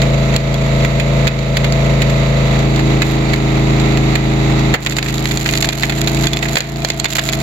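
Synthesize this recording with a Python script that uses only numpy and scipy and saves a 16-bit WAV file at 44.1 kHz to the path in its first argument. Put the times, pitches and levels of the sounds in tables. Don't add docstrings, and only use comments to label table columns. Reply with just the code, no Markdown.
import sys
import numpy as np
from scipy import signal
from scipy.fft import rfft, irfft, next_fast_len
from scipy.io import wavfile
from scipy.ndimage import uniform_filter1d, minimum_filter1d, map_coordinates

SR = 44100
rng = np.random.default_rng(int(sys.argv[2]) if len(sys.argv) > 2 else 0)


def log_audio(samples):
    frames = np.atleast_2d(samples).T
    limited = np.clip(frames, -1, 1)
    pcm = np.round(limited * 32767).astype(np.int16)
    wavfile.write(sys.argv[1], SR, pcm)


N = 327222
BURST_S = 4.8


def amp(db):
    return 10 ** (np.asarray(db) / 20)


def unit(x):
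    return x / np.sqrt(np.mean(x ** 2) + 1e-20)


def along(points, hz):
    freqs, values = np.transpose(points)
    return np.interp(np.log(hz + 1), np.log(freqs + 1), values)


def automation(rows):
    times, *lanes = np.transpose(rows)
    return [np.interp(np.arange(N) / SR, times, lane) for lane in lanes]


def wobble(rate):
    knots = rng.standard_normal(int(N * rate / SR) + 4)
    coarse = np.arange(0, N + 64, 64)
    return np.interp(np.arange(N), coarse, map_coordinates(knots, [coarse * rate / SR]))


def filtered(x, response):
    n = x.shape[-1]
    padded = next_fast_len(n + n // 8)
    return irfft(rfft(x, padded) * response(np.fft.rfftfreq(padded, 1 / SR)), padded)[..., :n]


def eq(x, curve):
    return filtered(x, lambda hz: amp(along(curve, hz)))


def bell(hz, centre_hz, octaves):
    return np.exp(-.5 * (np.log2((hz + 1) / centre_hz) / octaves) ** 2)


# (frequency [Hz], gain [dB])
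LEFT_EQ = [(60, 3), (200, 0), (400, -0.5), (700, 6.5), (1100, 3), (1900, -7.5), (3000, -4), (4400, -3.5),
           (5400, -1), (7000, -15), (8300, -40), (10000, -10.5), (11700, -5.5), (13500, -17)]
# (frequency [Hz], gain [dB])
RIGHT_EQ = [(60, -0.2), (200, 1.5), (400, 2), (700, -1.5), (1100, 3), (1900, 2), (3000, -1.5), (4300, 3.5),
            (5600, -3), (7200, 15), (8000, -1.5), (8800, -31), (10000, -1.5), (11500, 7.5)]
def channel_tone(hz):
    return amp([along(LEFT_EQ, hz), along(RIGHT_EQ, hz)])


# (frequency [Hz], correlation [-1..1])
CORRELATION = [(150, 1), (350, 0.69), (700, 0.24), (1400, -0.15), (12000, 0.19)]
def width(hz):
    return np.arccos(np.clip(along(CORRELATION, hz), -1, 1)) / 2


def stereo(pair):
    mid, side = filtered(pair, lambda hz: np.array([np.cos(width(hz)), np.sin(width(hz))]))
    return filtered(np.array([mid + side, mid - side]), channel_tone)


# (harmonic [x firing rate], relative level [dB])
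EXHAUST_HARMONICS = [(1, -21), (2, -4.5), (3, -19), (4, -15), (5, 1.5), (6, -11.5), (7, -10), (8, -7),
                     (9, -17.5), (10, -14.5), (11, -16), (12, -7.5), (13, -33), (14, -21.5), (15, -11.5),
                     (16, -24), (17, -28), (18, -19.5), (19, -25), (20, -31.5), (21, -19.5), (22, -25.5),
                     (23, -53)]
def exhaust(cycle, mean_rate, boom_db, drone_db, level_db, smear_rad, waver_db):
    out = np.zeros((2, N))
    firing_strength = wobble(27)
    for order, db in EXHAUST_HARMONICS:
        hz = order * mean_rate
        body_db = boom_db * bell(hz, 333, 0.34) + drone_db * bell(hz, 526, 0.2)
        waver = firing_strength + wobble(9) * hz / 300
        gain = amp(level_db + db + body_db + waver_db * waver)
        phase = 2 * np.pi * order * cycle - smear_rad * order ** 2
        apart = width(hz)
        out += channel_tone(np.array([hz])) * gain * np.sin([phase + apart, phase - apart])
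    return out


# (frequency [Hz], relative level [dB])
RUSH_EQ = [(25, -22), (70, -5), (140, -2), (300, 1), (450, -3.5), (700, -12.5), (1000, -17.5), (2000, -49)]
def rush(cycle, level_db, throb_db):
    noise = unit(stereo(eq(rng.standard_normal((2, N)), RUSH_EQ)))
    return noise * amp(level_db + throb_db * np.cos(2 * np.pi * cycle))


# (frequency [Hz], bandwidth [Hz], relative level [dB])
COVER_MODES = [(1320, 14, 13), (2310, 330, 0.5), (3370, 106, 1), (3860, 43, -1), (4590, 49, 5),
               (5800, 110, -4), (7300, 700, -35)]
def covers(hz):
    return sum((-1) ** k * amp(db) * 1j * hz * band / (centre ** 2 - hz ** 2 + 1j * hz * band)
               for k, (centre, band, db) in enumerate(COVER_MODES))


# (frequency [Hz], relative level [dB])
CLATTER_EQ = [(450, -21), (700, -4), (830, -7), (1100, -8), (1500, -13.5), (2100, -3.5), (3000, -12.5),
              (3900, -10.5), (4600, -21.5), (5500, -23.5), (7100, -27.5), (8200, -31.5), (11500, -37),
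              (16000, -53)]
def clatter(cycle, mean_rate, level_db, repeat, throb_db, ring_db):
    period = int(SR / mean_rate)
    loop = signal.resample(rng.standard_normal((2, period)), 4 * period, axis=1)
    playhead = (cycle % 1 * loop.shape[1]).astype(int)
    looped = loop[:, playhead] * amp(1.03 * wobble(30))
    loop_share = lambda hz: repeat / (1 + (hz / 3200) ** 2)
    fan_air = filtered(rng.standard_normal((2, N)), lambda hz: np.sqrt(1 - loop_share(hz)))
    rattle = filtered(looped, lambda hz: np.sqrt(loop_share(hz))) + fan_air
    throb = np.cos(2 * np.pi * cycle) + np.cos(4 * np.pi * cycle)
    rattle *= amp(throb_db * throb + 1.1 * wobble(160))
    ring = amp(ring_db) * unit(filtered(rattle[::-1], covers))
    return amp(level_db) * unit(stereo(unit(eq(rattle, CLATTER_EQ)) + ring))


# (time [s], level [dB])
PUMP_LOAD = [(0, -26), (2.4, -27.5), (2.9, -35), (5.3, -39.5), (5.6, -24.5), (6.3, -29), (7.0, -23)]
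# (harmonic [x firing rate], relative level [dB])
GEAR_TONES = [(24, 0), (25, -9), (26, -7), (27, -15), (48, -19)]
def pump(cycle, flutter_db):
    whine_db, = automation(PUMP_LOAD)
    whine = sum(amp(db + flutter_db * wobble(30)) * np.sin(2 * np.pi * order * cycle)
                for order, db in GEAR_TONES)
    return filtered(amp(whine_db) * whine, channel_tone)


def close_notch(x, boom_db, notch_hz, octaves, depth):
    closeness = np.clip(boom_db / boom_db.min(), 0, 1)
    return x - depth * closeness * filtered(x, lambda hz: bell(hz, notch_hz, octaves))


# (time [s], firing rate [Hz])
FIRING_RATE = [(0.0, 27.4), (0.16, 27.4), (0.58, 27.2), (1.14, 27.5), (1.45, 27.0), (1.71, 27.4),
               (1.92, 27.4), (2.0, 27.2), (3.08, 27.1), (3.22, 27.3), (3.37, 27.0), (5.04, 27.0),
               (6.65, 27.7), (6.82, 27.9), (7.15, 27.0), (7.34, 27.0), (7.42, 27.6)]
# (time [s], frame boom [dB], housing drone [dB], clatter [dB])
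PERSPECTIVE = [(0, -6.5, 8, -25), (2.4, -7, 8, -25.5), (2.8, 2.5, 1.5, -24.5), (7.4, 2, -4.5, -24.5)]
def engine():
    rate, = automation(FIRING_RATE)
    mean_rate = np.mean(FIRING_RATE, axis=0)[1]
    boom_db, drone_db, clatter_db = automation(PERSPECTIVE)
    cycle = np.cumsum(rate * (1 + .0012 * wobble(20))) / SR
    note = exhaust(cycle, mean_rate, boom_db, drone_db, level_db=-13, smear_rad=.62, waver_db=0.69)
    machine = rush(cycle, level_db=-29.5, throb_db=3)
    machine += clatter(cycle, mean_rate, clatter_db + 4, repeat=0.81, throb_db=0.45, ring_db=-10.5)
    machine += pump(cycle, flutter_db=1.5)
    return note + close_notch(machine, boom_db, notch_hz=756, octaves=0.12, depth=0.54)


# (frequency [Hz], relative level [dB], 60 dB decay [s])
LOG_MODES = [(1575, -6.5, 0.036), (2067, -7.5, 0.052), (2470, -4, 0.081), (3406, 0.5, 0.048),
             (4370, -1, 0.016)]
def log_ring(t, level_db):
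    detune = np.exp(0.032 * rng.standard_normal())
    ring = np.zeros((2, len(t)))
    for hz, db, t60 in LOG_MODES:
        strike_db = level_db + db + 4.2 * rng.standard_normal((2, 1))
        ring += amp(strike_db - 60 * t / t60) * np.sin(2 * np.pi * hz * detune * t)
    return ring * rng.choice([-1, 1], (2, 1))


# (frequency [Hz], relative level [dB])
WOOD_EQ = [(150, 2), (600, -0.5), (1200, -1.5), (2000, 6), (3200, -2), (4400, -1), (5600, -8.5),
           (7200, -6.5), (11500, -14), (16000, -18.5)]
PRE_ROLL = SR // 200
def crack(force_db, centre_hz, focus_db, knock_db, tail_db, tail_t60, drive):
    t = np.arange(SR // 5) / SR
    delayed = lambda x: np.pad(x, ((0, 0), (PRE_ROLL, 0)))
    burst = lambda envelope: delayed(envelope * rng.standard_normal((2, len(t))))
    t60 = 0.033 * (3000 / centre_hz) ** 1.75
    jagged_db = 5 * unit(uniform_filter1d(rng.standard_normal(len(t)), size=24))
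    depth = np.clip(force_db / 18, 0, 1) * 2500 / centre_hz
    colour = lambda hz: amp(along(WOOD_EQ, hz) + focus_db * bell(hz, centre_hz, 0.89)
                            + knock_db * depth * bell(hz, 550, 0.58))
    ring = delayed(log_ring(t, level_db=-18.5))
    snap = filtered(burst(amp(jagged_db - 60 * t / t60)) + ring, colour)
    tail = burst(amp(tail_db + 5 * depth - 60 * t / tail_t60))
    tail = filtered(tail, lambda hz: colour(hz) / (1 + (hz / 3500) ** 2))
    hit = stereo(snap + tail)
    hit /= np.sqrt(uniform_filter1d(hit ** 2, size=110, axis=1).max())
    return np.tanh(drive * hit)


def small_cracks(start_s, end_s, mean_db, count):
    when, size, pitch = rng.random((count, 3)).T
    times = start_s + (end_s - start_s) * (np.arange(count) + when) / count
    levels_db = mean_db + 3.5 * (2 * size - 1)
    centres_hz = 3560 * 2 ** (0.3 * (2 * pitch - 1))
    return list(zip(times, levels_db, centres_hz))


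# (time [s], relative level [dB], centre frequency [Hz])
CRACK_CUES = [(0.018, -3.5, 3300), (0.363, 7.5, 4400), (0.848, 2, 2140), (0.999, 2.5, 2900),
              (1.270, -1, 2580), (1.277, 7.5, 2870), (1.569, 4.5, 3070), (1.644, -2.5, 2900),
              (1.724, -3, 4200), (2.019, 0.5, 2700), (2.792, -5, 2400), (3.019, 6, 2680), (3.334, 3, 2400),
              (3.973, -4, 2980), (4.155, 5, 2430), (4.740, 4, 2510), (4.745, 17.5, 2100),
              (4.863, 10.5, 2680), (4.897, 3.5, 5570), (4.922, 3, 3070), (4.967, 5.5, 3870),
              (4.985, 10, 2800), (5.027, 6, 3420), (5.061, 0.5, 2800), (5.084, 1.5, 3000),
              (5.256, 7.5, 3220), (5.311, 2.5, 3100), (5.374, 9, 4240), (5.453, -3, 2200), (5.460, 8, 2800),
              (5.490, 6.5, 3300), (5.537, 9.5, 3270), (5.554, 2.5, 3600), (5.575, 8, 4280),
              (5.625, 11, 3800), (5.644, 8.5, 3300), (5.689, 13.5, 3600), (5.726, 3, 2860),
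              (5.825, 3, 3800), (5.833, 11.5, 2400), (5.896, 5, 2810), (5.922, 1, 2400), (6.016, 4, 4900),
              (6.074, 7, 3360), (6.270, 10.5, 4240), (6.333, 7.5, 4550), (6.371, 9.5, 4250),
              (6.390, -1, 3800), (6.426, 8, 2500), (6.454, 3, 1980), (6.556, 18, 3720), (6.569, 22.5, 3000),
              (6.605, 15, 3900), (6.848, 16, 4100), (6.887, 6, 4500), (6.902, 15.5, 3900),
              (6.999, 13, 5770), (7.044, 16.5, 3700), (7.055, 18, 3040), (7.125, 7, 4100),
              (7.154, 8.5, 4100), (7.184, 10.5, 2400), (7.192, 15, 2950), (7.289, 10.5, 3160),
              (7.333, 7.5, 3640)]
def splitting(gain_db):
    out = np.zeros((2, N + SR))
    ticks = small_cracks(0, BURST_S, mean_db=-9, count=9)
    splinters = small_cracks(BURST_S, N / SR, mean_db=-3.5, count=24)
    for at, db, centre_hz in list(CRACK_CUES) + ticks + splinters:
        hit = crack(db, centre_hz, focus_db=13, knock_db=10.5, tail_db=-18.5, tail_t60=0.34, drive=0.23)
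        start = max(round(at * SR) - PRE_ROLL, 0)
        out[:, start:start + hit.shape[1]] += amp(db + gain_db) * hit
    return out[:, :N]


# (peak time [s], relative level [dB], half width [s])
RIP_CUES = [(3.1, -36, 0.041), (5.71, -30.5, 0.14), (6.596, -11.5, 0.015), (7.154, -18.5, 0.04),
            (7.31, -24, 0.041)]
def tear_envelope():
    t = np.arange(N) / SR
    bed = (t > BURST_S) * amp(np.interp(t, [BURST_S, BURST_S + 1], [-31.5, -32]))
    return bed + sum(amp(db) * np.exp(-.5 * ((t - at) / half) ** 2) for at, db, half in RIP_CUES)


# (frequency [Hz], relative level [dB])
FIBRE_EQ = [(500, -24), (1500, -0.5), (2500, 2), (4200, 1), (5600, -5), (7200, -6.5), (11500, -11),
            (16000, -23)]
def tearing(gain_db, per_second, spread_db, t60):
    sizes = amp(spread_db * np.minimum(rng.exponential(size=N), 3))
    snaps = (rng.random(N) < per_second / SR) * sizes
    t = np.arange(SR // 20) / SR
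    power = np.abs(signal.fftconvolve(snaps ** 2, amp(-60 * t / t60) ** 2)[:N])
    grains = np.sqrt(power) * rng.standard_normal((2, N))
    return amp(gain_db) * tear_envelope() * unit(stereo(eq(grains, FIBRE_EQ)))


def scene():
    cracks = splitting(gain_db=5.5)
    return engine() + cracks + tearing(gain_db=9.5, per_second=210, spread_db=3.5, t60=0.019)


def limiter(x, ceiling_db, recovery_per_s):
    level = np.sqrt(np.abs(uniform_filter1d(x ** 2, size=25, axis=1)).max(axis=0))
    needed = np.minimum(1, amp(ceiling_db) / (level + 1e-9))
    ramp = recovery_per_s * np.arange(N) / SR
    gain = np.minimum.accumulate(minimum_filter1d(needed, size=45) - ramp) + ramp
    return x * uniform_filter1d(gain, size=33)


def record(dry):
    sound = limiter(dry, ceiling_db=-3.5, recovery_per_s=0.98)
    sound /= (1 + sound ** 8) ** (1 / 8)
    return filtered(sound, lambda hz: hz < 16000)


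dry = scene()
out = record(dry)
log_audio(out)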